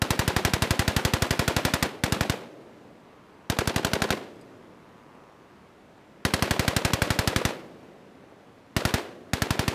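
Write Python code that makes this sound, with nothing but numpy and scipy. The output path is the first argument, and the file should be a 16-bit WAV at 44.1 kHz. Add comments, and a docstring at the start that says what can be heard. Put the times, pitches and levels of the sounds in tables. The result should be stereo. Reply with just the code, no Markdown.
"""A beach under dunes, two unlike microphones close to a machine gun on a parked armoured truck.
A long burst opens, about 700 rounds a minute, then a short one; each muzzle blast overloads the pair,
sets the armour ringing and scatters back off the dunes, trailing a low roll. Surf fills the pauses.
The turret buzzes faintly as it swings into the third burst; spent brass clinks during a second swing.
Another long burst follows, and two short ones close."""
import sys
import numpy as np
from scipy import signal
from scipy.fft import irfft
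from scipy.io import wavfile
from scipy.ndimage import uniform_filter1d

SR = 44100
rng = np.random.default_rng(int(sys.argv[2]) if len(sys.argv) > 2 else 0)


def dump(signal):
    """Clip the signal to [-1, 1] and save it as 16-bit WAV at the path in sys.argv[1]."""
    limited = np.clip(np.atleast_2d(signal).T, -1, 1)
    pcm = np.round(limited * 32767).astype(np.int16)
    wavfile.write(sys.argv[1], SR, pcm)


N = 429534

# the six bursts: first round t/s, last round t/s, time lost getting up to speed/s,
# lateness of the last round/s, blast level/dB, length of the push/s, scatter level/dB
BURSTS = [(0.0181, 1.8255, .0028, .004, 1, 0.00048, 1), (2.0365, 2.2968, 0.00067, 0.0045, -2, 0.00051, -1),
          (3.499, 4.1044, .0036, -.0015, -4, .00048, -2.5),
          (6.2507, 7.4512, 0.0034, 0.0075, -0.5, 0.00051, 0.5), (8.7647, 8.9395, 0, .002, -2, 0.00054, 0.5),
          (9.3335, 9.6796, 0, .0013, -4.5, 0.00052, -1.5)]


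def amp(db):
    return 10 ** (np.asarray(db) / 20)


def unit_rms(x):
    return x / np.sqrt(np.mean(x ** 2) + 1e-20)


def curve(points, hz):
    """A table of values over frequency, joined on a log axis."""
    f, value = np.transpose(points)
    return np.interp(np.log(hz + 1), np.log(f + 1), value)


def add(mix, s, sound):
    """Mixes a sound in at time s."""
    part = mix[..., max(round(s * SR), 0):][..., :sound.shape[-1]]
    part += sound[..., :part.shape[-1]]


def low_cut(x, hz, order):
    return signal.sosfilt(signal.butter(order, hz, "high", fs=SR, output="sos"), x)


def colour(x, points, size=4096):
    """A causal filter of the given colour that keeps the power of white noise."""
    log_gain = np.log(amp(curve(points, abs(np.fft.fftfreq(size, 1 / SR)))))
    taps = np.fft.ifft(np.exp(np.conj(signal.hilbert(log_gain)))).real[:size // 2]
    return signal.oaconvolve(x, taps[None] / np.linalg.norm(taps), axes=1)[:, :N]


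def blend(old, new, likeness):
    """Noise that resembles old by the given amount."""
    c = np.clip(likeness, -.99, .99)
    return c * old + np.sqrt(1 - c ** 2) * new


def noise_pair(frames, hz):
    """Random short-time spectra at the two microphones, which are partly out of phase."""
    # likeness of left and right: f/Hz, correlation
    pair = [(60, -.4), (300, -.6), (1200, -.6), (3000, -.05), (12000, 0)]
    left, other = np.moveaxis(rng.standard_normal((frames, len(hz), 4)).view(complex), 2, 0)
    return np.array([left, blend(left, other, curve(pair, hz))])


def waveform(spectra):
    """Short-time spectra to sound, the frames a quarter of their length apart."""
    size = 2 * (spectra.shape[2] - 1)
    frames = irfft(spectra) * signal.get_window("hann", size) * np.sqrt(size / 3)
    quarters = frames.reshape(2, -1, 4, size // 4)
    return sum(np.roll(quarters[:, :, k], k - 2, 1) for k in range(4)).reshape(2, -1)


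def round_times(first, last, run_up, run_down, cycle_s=.086, up_rounds=1.5, down_rounds=.8):
    """The bolt cycles evenly, except that it may start slowly and its last round comes off the beat."""
    k = np.arange(round((last - first) / cycle_s) + 1)
    late = run_up * (1 - np.exp(-k / up_rounds)) + run_down * np.exp((k - k[-1]) / down_rounds)
    return first + late + (last - first - late[-1]) * k / k[-1]


def rounds():
    """Every round fired: t/s, strength, length of the push/s."""
    return [(s, amp(db), push) for *timing, db, push, _ in BURSTS for s in round_times(*timing)]


def surf(level_db=-46.5, patchy_db=.8):
    """Behind everything, a steady wash of breakers with faint drifting patches."""
    # spectrum of the breakers: f/Hz, relative level/dB
    spectrum = [(25, -43), (50, -14), (100, -3.5), (160, -0.5), (250, 0.5), (400, -2.5), (630, -5),
                (1000, -8.5), (2000, -17), (4000, -28.5), (8000, -37), (14500, -45)]
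    # how the surf leans across the pair: f/Hz, left over right/dB
    balance = [(60, 0), (200, -3.5), (500, -4.5), (1300, -3), (4400, 3), (12000, .5)]
    hz = np.fft.rfftfreq(1024, 1 / SR)
    noise = noise_pair(N // 256 + 2, hz)
    drift = uniform_filter1d(rng.standard_normal(noise.shape[1:]), size=20, axis=0)
    patches = unit_rms(uniform_filter1d(drift, size=10, axis=1))
    lean_db = np.array([.5, -.5])[:, None, None] * curve(balance, hz)
    wash = waveform(noise * amp(curve(spectrum, hz) + lean_db + patchy_db * patches))[:, :N]
    return unit_rms(wash) * amp(level_db)


def dunes(left_db=-20.5, right_db=-28, rise_s=.0071, roll_t60=2.7, roll_right_db=6):
    """Each blast returns as lumpy scatter, echoes and a long roll; wind slowly changes the pattern."""
    # near echoes shift with the aim, one row a burst: delay t/s, level/dB, tilt/(dB per octave)
    aims = [
        [(.024, -4.5, 2.5), (.032, 3, -1.1)],
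        [(.026, 2, 3), (.045, -2, -5)],
        [(.023, 4, 3.5), (.032, 5.5, -3), (.072, -3.5, 2)],
        [(.029, -9, 1), (.04, -14, 0), (.058, 1, 0)],
        [(.043, 1, 2.8), (.056, 1, -0.7)],
        [(.038, -5, 3), (.05, -2.5, 0)],
    ]
    # colour of the echoes, near and far: f/Hz, level/dB
    echo_colour = [(100, -8), (400, 1), (1000, -2), (3000, -7), (12000, -14)]
    # decay of the near scatter: f/Hz, t60/s
    scatter_t60 = [(100, 0.48), (500, 0.27), (2000, 0.39), (6000, 0.27), (15000, 0.36)]
    # colour of the roll: f/Hz, level/dB
    roll_colour = [(100, -16), (300, -13), (520, -14), (800, -26.5), (2000, -30.5), (6000, -33.5),
                   (15000, -30)]
    # likeness of one round's return to the next: f/Hz, correlation
    repeat = [(100, 0.84), (500, 0.68), (1500, 0.15), (5000, 0.24)]
    # the right microphone hears less deep bass and hiss: f/Hz, level/dB
    right_shade = [(70, -9.5), (300, -.5), (1500, 1), (3500, -2.5), (6000, -4), (12000, -1.5)]
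    # colour of the whole return: f/Hz, relative level/dB
    dune_colour = [(30, -56), (100, -3), (220, 2.5), (350, 4.5), (700, 1.5), (1000, -0.5), (2000, -6),
                   (4000, -10), (8000, -19.5), (15000, -30.5)]
    echo_width_s = .004
    far_delay_s, far_width_s, far_db = .11, .093, -14.5  # one broad echo off the far dunes
    sag_db_per_s, vary_db, lumpy_db = .12, .76, 1.3
    hz, t = np.fft.rfftfreq(256, 1 / SR), np.arange(900)[:, None] * 64 / SR
    octaves = np.log2(np.clip(hz, 300, 5000) / 1000)
    scatter = amp(-60 * t / curve(scatter_t60, hz)) * (1 - np.exp(-(t / rise_s) ** 2))
    roll = amp(curve(roll_colour, hz) - 60 * t / roll_t60) * amp([0, roll_right_db])[:, None, None]
    far = amp(far_db) * np.exp(-((t - far_delay_s) / far_width_s) ** 2)
    shade = amp([0 * hz, curve(right_shade, hz)])[:, None]
    pattern, out = noise_pair(len(t), hz), np.zeros((2, N))
    for (*timing, _, _, scatter_db), aim in zip(BURSTS, aims):
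        near = sum(amp(db + tilt * octaves) * np.exp(-((t - delay) / echo_width_s) ** 2)
                   for delay, db, tilt in aim)
        echoes = (far + near) * amp(curve(echo_colour, hz))
        envelope = np.sqrt((amp(scatter_db) * scatter) ** 2 + roll ** 2 + echoes ** 2)
        for s in round_times(*timing):
            round_db = vary_db * rng.standard_normal() - sag_db_per_s * (s - timing[0])
            lumps = unit_rms(uniform_filter1d(rng.standard_normal(t.shape), size=3, axis=0))
            pattern = blend(pattern, noise_pair(len(t), hz), curve(repeat, hz))
            add(out, s, waveform(pattern * envelope * shade * amp(round_db + lumpy_db * lumps)))
    return amp([[left_db], [right_db]]) * colour(out, dune_colour)


def turret(right_db=-5):
    """Gear teeth tick into the gearbox; each swing swells and fades, its speed wavering with the load."""
    # swings of the turret: start t/s, end t/s, level/dB
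    swings = [(2.8, 3.75, -59.5), (4.3, 5.852, -57)]
    # speed of the drive, one row a swing: t/s, tooth rate f/Hz
    drive = [
        [(3.11, 105), (3.184, 104.3), (3.31, 105.9)],
        [(4.5, 107), (4.846, 111.5), (5.122, 107.5), (5.298, 106.3), (5.54, 109)],
    ]
    # resonance of the gearbox: f/Hz, relative level/dB
    gearbox = [(300, -34), (650, -19), (850, -2), (1000, 3.5), (1200, 1), (1400, -6.5), (2600, -17),
               (6000, -39)]
    t = np.arange(N) / SR
    tooth_hz = np.interp(t, *np.transpose(np.vstack(drive)))
    ticks = np.diff(np.floor(np.cumsum(tooth_hz) / SR), prepend=0)
    effort = sum(amp(db) * np.sin(np.pi * np.clip((t - start) / (end - start), 0, 1))
                 for start, end, db in swings)
    return amp([[0], [right_db]]) * colour((unit_rms(ticks) * effort)[None], gearbox)


def brass():
    """An empty case rings briefly where it lands on the hull."""
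    # landings: t/s, level/dB
    clinks = [(4.357, -67), (4.412, -55.5)]
    # modes of the case: f/Hz, relative level/dB, t60/s
    modes = [(4720, -1, .05), (5010, -1, .15), (5250, -3, .05), (6930, 3, .045), (8050, -1, .055),
             (9600, -6, .05), (11500, -10, .04)]
    t, out = np.arange(SR // 4) / SR, np.zeros((2, N))
    for s, db in clinks:
        for hz, mode_db, t60 in modes:
            tone = np.sin(2 * np.pi * (hz * t + rng.random((2, 1))))
            add(out, s, amp(db + mode_db - 60 * t / t60) * tone)
    return out


def armour(right_db=-8):
    """The hull booms and the turret plates ring after every round, inverted on the right microphone."""
    # modes of the armour plates: f/Hz, relative level/dB, t60/s
    plates = [(147, -15, 0.032), (268.7, -13.5, 0.064), (532.2, -21, 0.21), (663, -12.5, 0.051),
              (1017, -17, 0.054), (1671, -24.5, 0.14), (1938, -21, 0.1), (3820, -34, 0.032)]
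    t, out = np.arange(4000) / SR, np.zeros(N)
    ring = sum(amp(db - 60 * t / t60) * np.sin(2 * np.pi * hz * t) for hz, db, t60 in plates)
    for s, strength, _ in rounds():
        add(out, s, strength * ring)
    return np.array([out, -amp(right_db) * out])


def gas(left_db=-2, right_db=-8, fade_s=.0041, linger_db=-24, linger_s=.0069, vary_db=1.5):
    """Hot gas roars out behind each bullet for a few milliseconds, much alike from round to round."""
    # colour of the roar: f/Hz, relative level/dB
    roar_colour = [(100, 18.5), (400, -27.5), (700, 0.5), (1100, -4), (1650, 3.5), (2500, -6.5),
                   (4000, -2.5), (8000, -9), (15000, -17)]
    t, out = np.arange(2500) / SR, np.zeros((2, N))
    envelope = np.exp(-t / fade_s) + amp(linger_db) * np.exp(-t / linger_s)
    roar = rng.standard_normal((2, len(t)))
    for s, strength, _ in rounds():
        roar = blend(roar, rng.standard_normal(roar.shape), likeness=.75)
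        add(out, s, strength * amp(vary_db * rng.standard_normal()) * envelope * roar)
    return amp([[left_db], [right_db]]) * colour(low_cut(out, hz=220, order=2), roar_colour)


def shock(t, length):
    """A pressure jump that falls through zero into suction."""
    u = np.maximum(t, 0) / length
    return (t >= 0) * (1 - u) * np.exp(-u)


def blasts(left_db=24, right_db=10, turn_hz=90, port_hz=1550, port_q=5, port_db=2):
    """The muzzle shock and its slaps, close up; each microphone's bass cut rings with its own thump."""
    # slaps off the ground, the gun shield and the hull: delay t/s, size against the blast, length/s
    slaps = [(.0013, .25, .0008), (.002, .1, .00015), (.0029, .12, .00013), (.0053, .11, .00014),
             (.0072, .04, .00018)]
    t, out = np.arange(1000) / SR, np.zeros((2, N))
    for s, strength, push in rounds():
        wave = shock(t, push)
        for (delay, size, length), jitter in zip(slaps, rng.standard_normal((len(slaps), 2, 1))):
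            wave = wave + size * shock(t - delay * (1 + .05 * jitter), length)
        add(out, s, strength * wave)
    # the right microphone's phase lags through the bass until fully inverted; its port rings briefly
    pole = np.exp(-2 * np.pi * turn_hz / SR)
    turned = signal.lfilter([-pole, 1], [1, -pole], out[1])
    port_ring = amp(port_db) * signal.lfilter(*signal.iirpeak(port_hz, port_q, fs=SR), turned)
    left = amp(left_db) * low_cut(out[0], hz=86, order=3)
    right = amp(right_db) * low_cut(turned + port_ring, hz=74, order=4)
    return np.array([left, right])


def scene():
    return blasts() + gas() + armour() + dunes() + surf() + turret() + brass()


def record(dry, bias=-.033, ceiling=.36, edge_hz=15100):
    """The left input clips hard and off centre, the right saturates softly; both are band-limited."""
    driven = dry[0] + bias
    left = driven / (1 + (driven / ceiling) ** 6) ** (1 / 6) - bias
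    right = ceiling * np.tanh(dry[1] / ceiling)
    coupled = low_cut(np.array([left, right]), hz=14, order=1)  # coupling capacitors
    band_limit = signal.firwin(161, edge_hz, window=("kaiser", 8), fs=SR)
    return signal.oaconvolve(coupled, band_limit[None], "same", axes=1)


dry = scene()
out = record(dry)
dump(out)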